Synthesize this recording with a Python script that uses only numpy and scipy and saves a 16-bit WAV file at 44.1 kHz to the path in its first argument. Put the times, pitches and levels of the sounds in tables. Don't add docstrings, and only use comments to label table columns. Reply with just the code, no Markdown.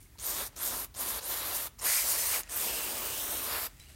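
import sys
import numpy as np
from scipy import signal
from scipy.fft import rfft, irfft
from scipy.io import wavfile
from scipy.ndimage import uniform_filter1d, map_coordinates

SR = 44100
rng = np.random.default_rng(int(sys.argv[2]) if len(sys.argv) > 2 else 0)


def nominal_scale(level):
    x = np.asarray(level, float) / 20
    return 10 ** x


def put_to_file(sound):
    columns = np.atleast_2d(sound).T
    safe = np.clip(columns, -1, 1)
    whole_steps = np.round(safe * 32767)
    wavfile.write(sys.argv[1], SR, whole_steps.astype(np.int16))


N = 174195
T_S = np.arange(N) / SR

# open t/s, shut t/s, first spit re full flow level/dB, rise t/s
PRESSES = [
    (0.183, 0.473, -12, 0.061),
    (0.556, 0.848, -10, 0.059),
    (.939, 1.193, -13.5, 0.074),
    (1.204, 1.671, -9.5, 0.12),
    (1.782, 2.408, -18, 0.076),
    (2.486, 3.667, -12, 0.038),
]
# t/s, level/dB, lower whistle f/Hz, upper whistle f/Hz, top air level/dB
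JET_DABS = [
    [(0.25, -36, 9070, 13800, -1), (0.314, -32.5, 8200, 13400, -1), (0.4, -34, 8800, 13000, -1),
     (0.46, -36.5, 9300, 12800, -1)],
    [(0.61, -37.5, 9200, 12900, 0.5), (0.672, -32.5, 8700, 12700, .5), (.76, -36, 9400, 12600, .5),
     (0.84, -38.5, 10200, 12500, .5)],
    [(1.0, -34, 9500, 12500, 1.9), (1.11, -34.5, 9600, 12200, 2.7), (1.18, -37, 9800, 12200, 3.2)],
    [(1.26, -33, 9600, 12300, 4.4), (1.34, -34.5, 9650, 11900, 4.8), (1.44, -38.5, 9400, 11900, 6.8),
     (1.564, -31.5, 9500, 12500, 3.3), (1.66, -38.5, 9900, 12400, 4.5)],
]
JET_SWEEPS = [
    [(1.84, -30.5, 9000, 12600, -3), (1.892, -25, 9000, 12400, -1), (1.93, -25.5, 9100, 12400, -4),
     (2.024, -29.5, 8900, 13300, -1), (2.326, -29, 9100, 12600, 2), (2.375, -31, 9250, 12600, .6),
     (2.41, -36.5, 9600, 12400, -1)],
    [(2.54, -37, 9200, 13400, .6), (2.62, -31.5, 8640, 13300, .6), (3.048, -37, 9200, 14000, 1.5),
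     (3.206, -35, 8600, 13600, 1.3), (3.44, -36.5, 9600, 13000, .6), (3.546, -36.5, 10000, 12300, 6.9),
     (3.66, -37, 9700, 12400, 4.3)],
]
# t/s, splash level/dB, hollow f/Hz, hollow peak level/dB
DAB_HITS = [
    [(0.25, -46.5, 1150, 2), (0.424, -40.5, 906, 0), (0.46, -47.5, 1270, 0)],
    [(0.61, -45, 1220, 1.5), (0.736, -41.5, 910, 0.5), (0.84, -47.5, 1060, -0.5)],
    [(1.0, -43.5, 824, 2), (1.12, -43, 1100, 1.5), (1.18, -43.5, 836, 3.5)],
    [(1.26, -40.5, 1100, 3), (1.592, -42.5, 1320, 2), (1.66, -46, 1180, 3.5)],
]
SWEEP_HITS = [
    [(1.84, -39.5, 1050, 5.4), (1.88, -39.5, 1880, 8), (1.98, -42, 2240, 10.6), (2.05, -43, 1900, 1.6),
     (2.31, -41, 1950, 5.9), (2.36, -36.5, 2250, 6.2), (2.405, -44, 1500, 1.3)],
    [(2.54, -47.5, 1450, 5.1), (2.64, -40, 2700, .3), (2.72, -42, 2800, .3), (2.9, -43, 2800, 0.28),
     (3.17, -44.5, 2820, .3), (3.22, -44, 1340, 0.41), (3.45, -42.5, 1340, 0.31), (3.56, -38.5, 1540, 7.1),
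     (3.66, -43.5, 1640, 4.5)],
]
# f/Hz, level/dB per Hz
JET_SPECTRUM = [(1500, -61), (3000, -20), (5000, -6), (7000, -6.5), (10500, -6.5), (14000, -7.5),
                (15800, -7.5)]
# f/Hz, level/dB per Hz
SPLASH_SPECTRUM = [(120, -20.5), (250, -2), (600, -4), (1500, -5), (3500, -4), (7000, -16.5), (15000, -25)]
# f/Hz, width f/Hz, level/dB
FRAME_RINGS = [(585, 90, 4), (1100, 110, 3)]
# t/s, frame lag t/ms, signed frame share/1, block lag t/ms
ECHOES = [(.2, .385, -.3, .44), (1.68, .38, -.25, .41), (1.8, .44, .1, .45), (2.0, .44, .12, .46),
          (2.13, .43, .2, .56), (2.27, .45, .15, .45), (2.4, .45, .15, .44), (2.55, .43, -.3, .46),
          (2.66, .53, -.2, .47), (2.88, .53, -.15, .68), (3.15, .53, -.15, .64), (3.21, .425, -.45, .465),
          (3.45, .405, -.45, .425), (3.5, .315, -.3, .425), (3.67, .315, -.3, .41)]
# t/s, f/Hz, width f/Hz, level/dB
SLOT = [(.2, 2880, 380, 1), (.46, 3020, 378, -7), (.6, 3300, 450, -1), (.85, 3200, 450, -6),
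        (.97, 2430, 250, -1.5), (1.4, 2320, 300, -4), (1.66, 2200, 300, 0.9), (1.8, 3430, 600, -0.5),
        (2.0, 3430, 600, 2), (2.3, 3340, 500, -1.5), (2.42, 3280, 500, -6), (2.5, 5000, 500, 0),
        (2.62, 5030, 500, -9), (2.63, 2800, 170, -9), (2.68, 2780, 170, 4.5), (2.8, 2740, 170, 4),
        (2.9, 2800, 150, -1.5), (3.17, 2840, 150, 5.5), (3.19, 2850, 150, -4), (3.2, 4600, 200, -7),
        (3.44, 4950, 200, 0), (3.46, 5300, 450, 1.5), (3.67, 5270, 450, 3)]
# t/s, peak level/dB, f/Hz
SPITS = [(0.1764, -47, 4280), (0.1845, -40, 4300), (0.1984, -32, 6660), (0.5646, -34, 6410),
         (0.9428, -39, 4200), (1.7918, -30.5, 6510), (2.4914, -33, 8780), (2.4962, -27, 8900),
         (2.5027, -29, 9000), (2.5064, -33, 8370), (2.5104, -30, 7080), (2.5207, -26, 9200)]
# t/s, peak level/dB, f/Hz, t60 t/s
TICKS = [(.013, -59, 2260, .03), (.128, -64.5, 13000, .01), (.137, -61, 12500, .012), (.488, -57, 950, .03),
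         (.531, -58, 850, .04), (3.8, -52, 3120, .02), (.06, -61, 2180, .03), (.152, -63, 9000, .02),
         (.156, -53, 940, 0.026), (1.797, -39, 5430, .02), (2.434, -33, 6600, 0.0064),
         (2.44, -57, 1880, 0.28), (2.492, -42.5, 1800, 0.016), (3.8, -54, 5200, 0.027),
         (3.805, -52, 3960, 0.11), (3.87, -54, 2860, 0.04), (3.798, -42.5, 85.5, 0.057)]
# t/s, length t/s, level/dB, brightness dB/octave
RUSTLES = [
    (0, 0.031, -67, 6.5),
    (0.483, .07, -59, -5),
    (2.427, .06, -54, -2.5),
    (3.674, 0.11, -60, 0.5),
    (3.792, 0.0076, -53, .3),
    (3.811, 0.075, -58, -1),
    (3.882, .2, -53.5, -0.6),
]
# f/Hz, level/dB per Hz
GLOVE_SPECTRUM = [(300, -12), (600, 0), (1100, -5), (2000, 7.5), (4000, 3.5), (9000, 4.5), (12500, 1),
                  (15800, -8)]
# f/Hz, t60 t/s
ROOM_T60 = [(300, 0.55), (3000, 0.42), (12000, 0.15)]
# f/Hz, level/dB per Hz
SHOP_SPECTRUM = [(45, -1.5), (90, -7), (170, -20.5), (365, -24), (500, -37), (2200, -34), (3000, -38.5),
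                 (15800, -38)]
# t/s, low edge f/Hz, high edge f/Hz, level/dB
STEREO_SLIPS = [
    (2.208, 5160, 8400, -40),
    (2.697, 8100, 9600, -44),
    (3.208, 9400, 12460, -47),
]


def jet():
    def colour(f_hz, t_s):
        level_db, low_hz, high_hz, air_db = curves(JET_DABS + JET_SWEEPS, t_s)
        air = nominal_scale(along(JET_SPECTRUM, f_hz) + air_db * np.clip((f_hz - 11000) / 4500, 0, 1))
        low = bump(f_hz, low_hz, 0.15 * low_hz, 6)
        high = bump(f_hz, high_hz, 0.074 * high_hz, 8 - 0.33 * (level_db + 33))
        return air * echoes(f_hz, t_s) * slot(f_hz, t_s) * straw_fill(f_hz, t_s) * low * high

    level_db = curves(JET_DABS + JET_SWEEPS, T_S)[0] + 1.14 * wobble(30.16)
    return nominal_scale(level_db) * shaped(droplets(1.1, 900), colour, patchy_db=1.1)


def straw_fill(f_hz, t_s):
    fill_s, dull_db = 0.095, -4
    since_open_s = [np.where(t_s < on_s - 0.02, 9, t_s - on_s) for on_s, *_ in PRESSES]
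    filled = np.min(since_open_s, 0) / fill_s
    climb_hz = np.interp(filled, [0, 1], [4300, 15000])
    filling = np.clip(6 - 5 * filled, 0, 1)
    dulling = nominal_scale(dull_db * filling * np.clip((f_hz - climb_hz) / 3000, 0, 1))
    return bump(f_hz, climb_hz, 700, 7 * filling) * dulling


def splash():
    def colour(f_hz, t_s):
        _, hollow_hz, hollow_db = curves(DAB_HITS + SWEEP_HITS, t_s)
        hollow = bump(f_hz, hollow_hz, 0.16 * hollow_hz, hollow_db)
        bass_cut_db = 1.18 * hollow_db + 6.6 * np.log2(hollow_hz / 1100) * (t_s < 2.45)
        bass = nominal_scale(-bass_cut_db / (1 + (f_hz / 450) ** 4))
        frame = np.prod([bump(f_hz, *ring) for ring in FRAME_RINGS], 0)
        return nominal_scale(along(SPLASH_SPECTRUM, f_hz)) * hollow * bass * echoes(f_hz, t_s) * slot(f_hz, t_s) * frame

    level_db = curves(DAB_HITS + SWEEP_HITS, T_S)[0] + 1.13 + 0.65 * wobble(24.9)
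    return nominal_scale(level_db) * shaped(droplets(0.73, 300), colour, patchy_db=1.2)


def valve_flow():
    open_s, shut_db_per_s, sputter_db = 0.006, 1086, 2.0
    gains_db = []
    for on_s, off_s, spit_db, rise_s in PRESSES:
        rise_db = spit_db * np.clip(1 - (T_S - on_s) / rise_s, 0, 1)
        crack_db = -14 * np.clip(1 - (T_S - on_s) / open_s, 0, 1)
        fall_db = -shut_db_per_s * np.clip(T_S - off_s, 0, 1)
        gains_db.append(np.where(T_S < on_s, -200, rise_db + crack_db + fall_db))
    gain_db = np.max(gains_db, 0)
    return nominal_scale(gain_db + sputter_db * np.clip(-gain_db / 12, 0, 1) * wobble(260))


def droplets(grain_db, rate_hz):
    return rng.standard_normal(N) * nominal_scale(grain_db * wobble(rate_hz))


def echoes(f_hz, t_s):
    frame_ms, share, block_ms = curves([ECHOES], t_s)
    dabbing = t_s < 1.75
    frame_gain = 0.75 * share * np.clip(f_hz / np.where(dabbing, 2400, 4000), 0, 1) / (1 + (f_hz / 8000) ** 4)
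    frame = 1 + frame_gain * np.exp(-2j * np.pi * f_hz * frame_ms / 1000)
    sway = np.where(dabbing, 0.6, 1 + 0.35 * np.sin(19 * t_s + f_hz / 1900))
    block_gain = 0.28 * sway * np.clip(f_hz / 4000 - 1.25, 0, 1)
    jitter_ms = 0.012 * wobble(5)[np.minimum(t_s * SR, N - 1).astype(int)]
    block = 1 + block_gain * np.exp(-2j * np.pi * f_hz * (block_ms + jitter_ms) / 1000)
    return frame * block


def slot(f_hz, t_s):
    return bump(f_hz, *curves([SLOT], t_s))


def ticks():
    out, t_s = np.zeros(N + SR), T_S[:SR // 5]
    spits = [(start_s, db - 3.5, f_hz, 0.005) for start_s, db, f_hz in SPITS]
    for start_s, db, f_hz, t60_s in TICKS + spits:
        ring = nominal_scale(-60 * t_s / t60_s) * np.sin(2 * np.pi * f_hz * t_s)
        crack = 0.35 * nominal_scale(-60 * t_s / 0.006) * rng.standard_normal(len(t_s))
        out[round(start_s * SR):][:len(t_s)] += nominal_scale(db) * (ring + crack)
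    return out[:N]


def gloves():
    strokes = np.zeros(N)
    for start_s, length_s, db, _ in RUSTLES:
        attack = np.clip((T_S - start_s) / 0.008, 0, 1)
        strokes += nominal_scale(db) * attack * nominal_scale(-300 * np.clip(T_S - start_s - length_s, 0, 9))
    starts_s, *_, tilt_db = np.transpose(RUSTLES)

    def colour(f_hz, t_s):
        stroke = np.searchsorted(starts_s, t_s + 0.01) - 1
        return nominal_scale(along(GLOVE_SPECTRUM, f_hz) + tilt_db[stroke] * np.log2((f_hz + 300) / 2500))

    return strokes * nominal_scale(0.8 * wobble(25)) * shaped(droplets(2.5, 400), colour, patchy_db=1.5)


def room(x):
    f_hz, t_s, z = signal.stft(rng.standard_normal(SR // 2), SR, nperseg=256)
    decay = nominal_scale(-60 * t_s / along(ROOM_T60, f_hz)[:, None])
    tail = signal.istft(z * decay, SR, nperseg=256)[1]
    return signal.fftconvolve(x, tail / np.linalg.norm(tail))[:N]


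def shop():
    def colour(f_hz):
        return nominal_scale(along(SHOP_SPECTRUM, f_hz) - 100 * np.clip(44 / (f_hz + 1) - 1, 0, 3))

    return nominal_scale(-55 + 0.77 * wobble(12)) * unit(filtered(rng.standard_normal(N), colour))


def unit(x):
    return x / np.sqrt(np.mean(np.abs(x) ** 2) + 1e-20)


def along(points, f_hz):
    knots_hz, values = np.transpose(points)
    return np.interp(np.log(f_hz + 1), np.log(knots_hz + 1), values)


def curves(tables, t_s):
    knots_s, *columns = np.concatenate(tables).T
    return [np.interp(t_s, knots_s, column) for column in columns]


def wobble(rate_hz):
    return map_coordinates(rng.standard_normal(int(N * rate_hz / SR) + 4), [T_S * rate_hz])


def bump(f_hz, centre_hz, width_hz, db):
    return 1 + (nominal_scale(db) - 1) / (1 + ((f_hz - centre_hz) / width_hz) ** 2)


def shaped(x, gain, patchy_db):
    f_hz, t_s, z = signal.stft(x, SR, nperseg=512, noverlap=384)
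    field = uniform_filter1d(rng.standard_normal(z.shape), size=7, axis=0)
    field = uniform_filter1d(field, size=30, axis=1)
    z = z * gain(f_hz[:, None], t_s) * nominal_scale(patchy_db * unit(field))
    return unit(signal.istft(z, nperseg=512, noverlap=384)[1][:N])


def filtered(x, gain):
    return irfft(rfft(x) * gain(np.fft.rfftfreq(N, 1 / SR)), N)


def scene():
    near = valve_flow() * (jet() + splash()) + ticks()
    return np.tile(near + nominal_scale(-19) * room(near) + gloves() + shop(), (2, 1))


def low_pass(x):
    return signal.sosfilt(signal.butter(12, 16370, fs=SR, output="sos"), x)


def record(dry):
    side = np.zeros(N)
    for start_s, low_hz, high_hz, db in STEREO_SLIPS:
        fade = np.cos(np.pi / 2 * np.clip((T_S - start_s) / 0.02, -1, 1))
        band = shaped(rng.standard_normal(N), lambda f_hz, t_s: (f_hz > low_hz) & (f_hz < high_hz), patchy_db=1.5)
        side += nominal_scale(db) * fade * band
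    mono = filtered(dry, lambda f_hz: (f_hz < 15830) * bump(f_hz, 10500, 300, -2.0))
    return low_pass(mono + side * np.array([[1], [-1]]))


dry = scene()
out = record(dry)
put_to_file(out)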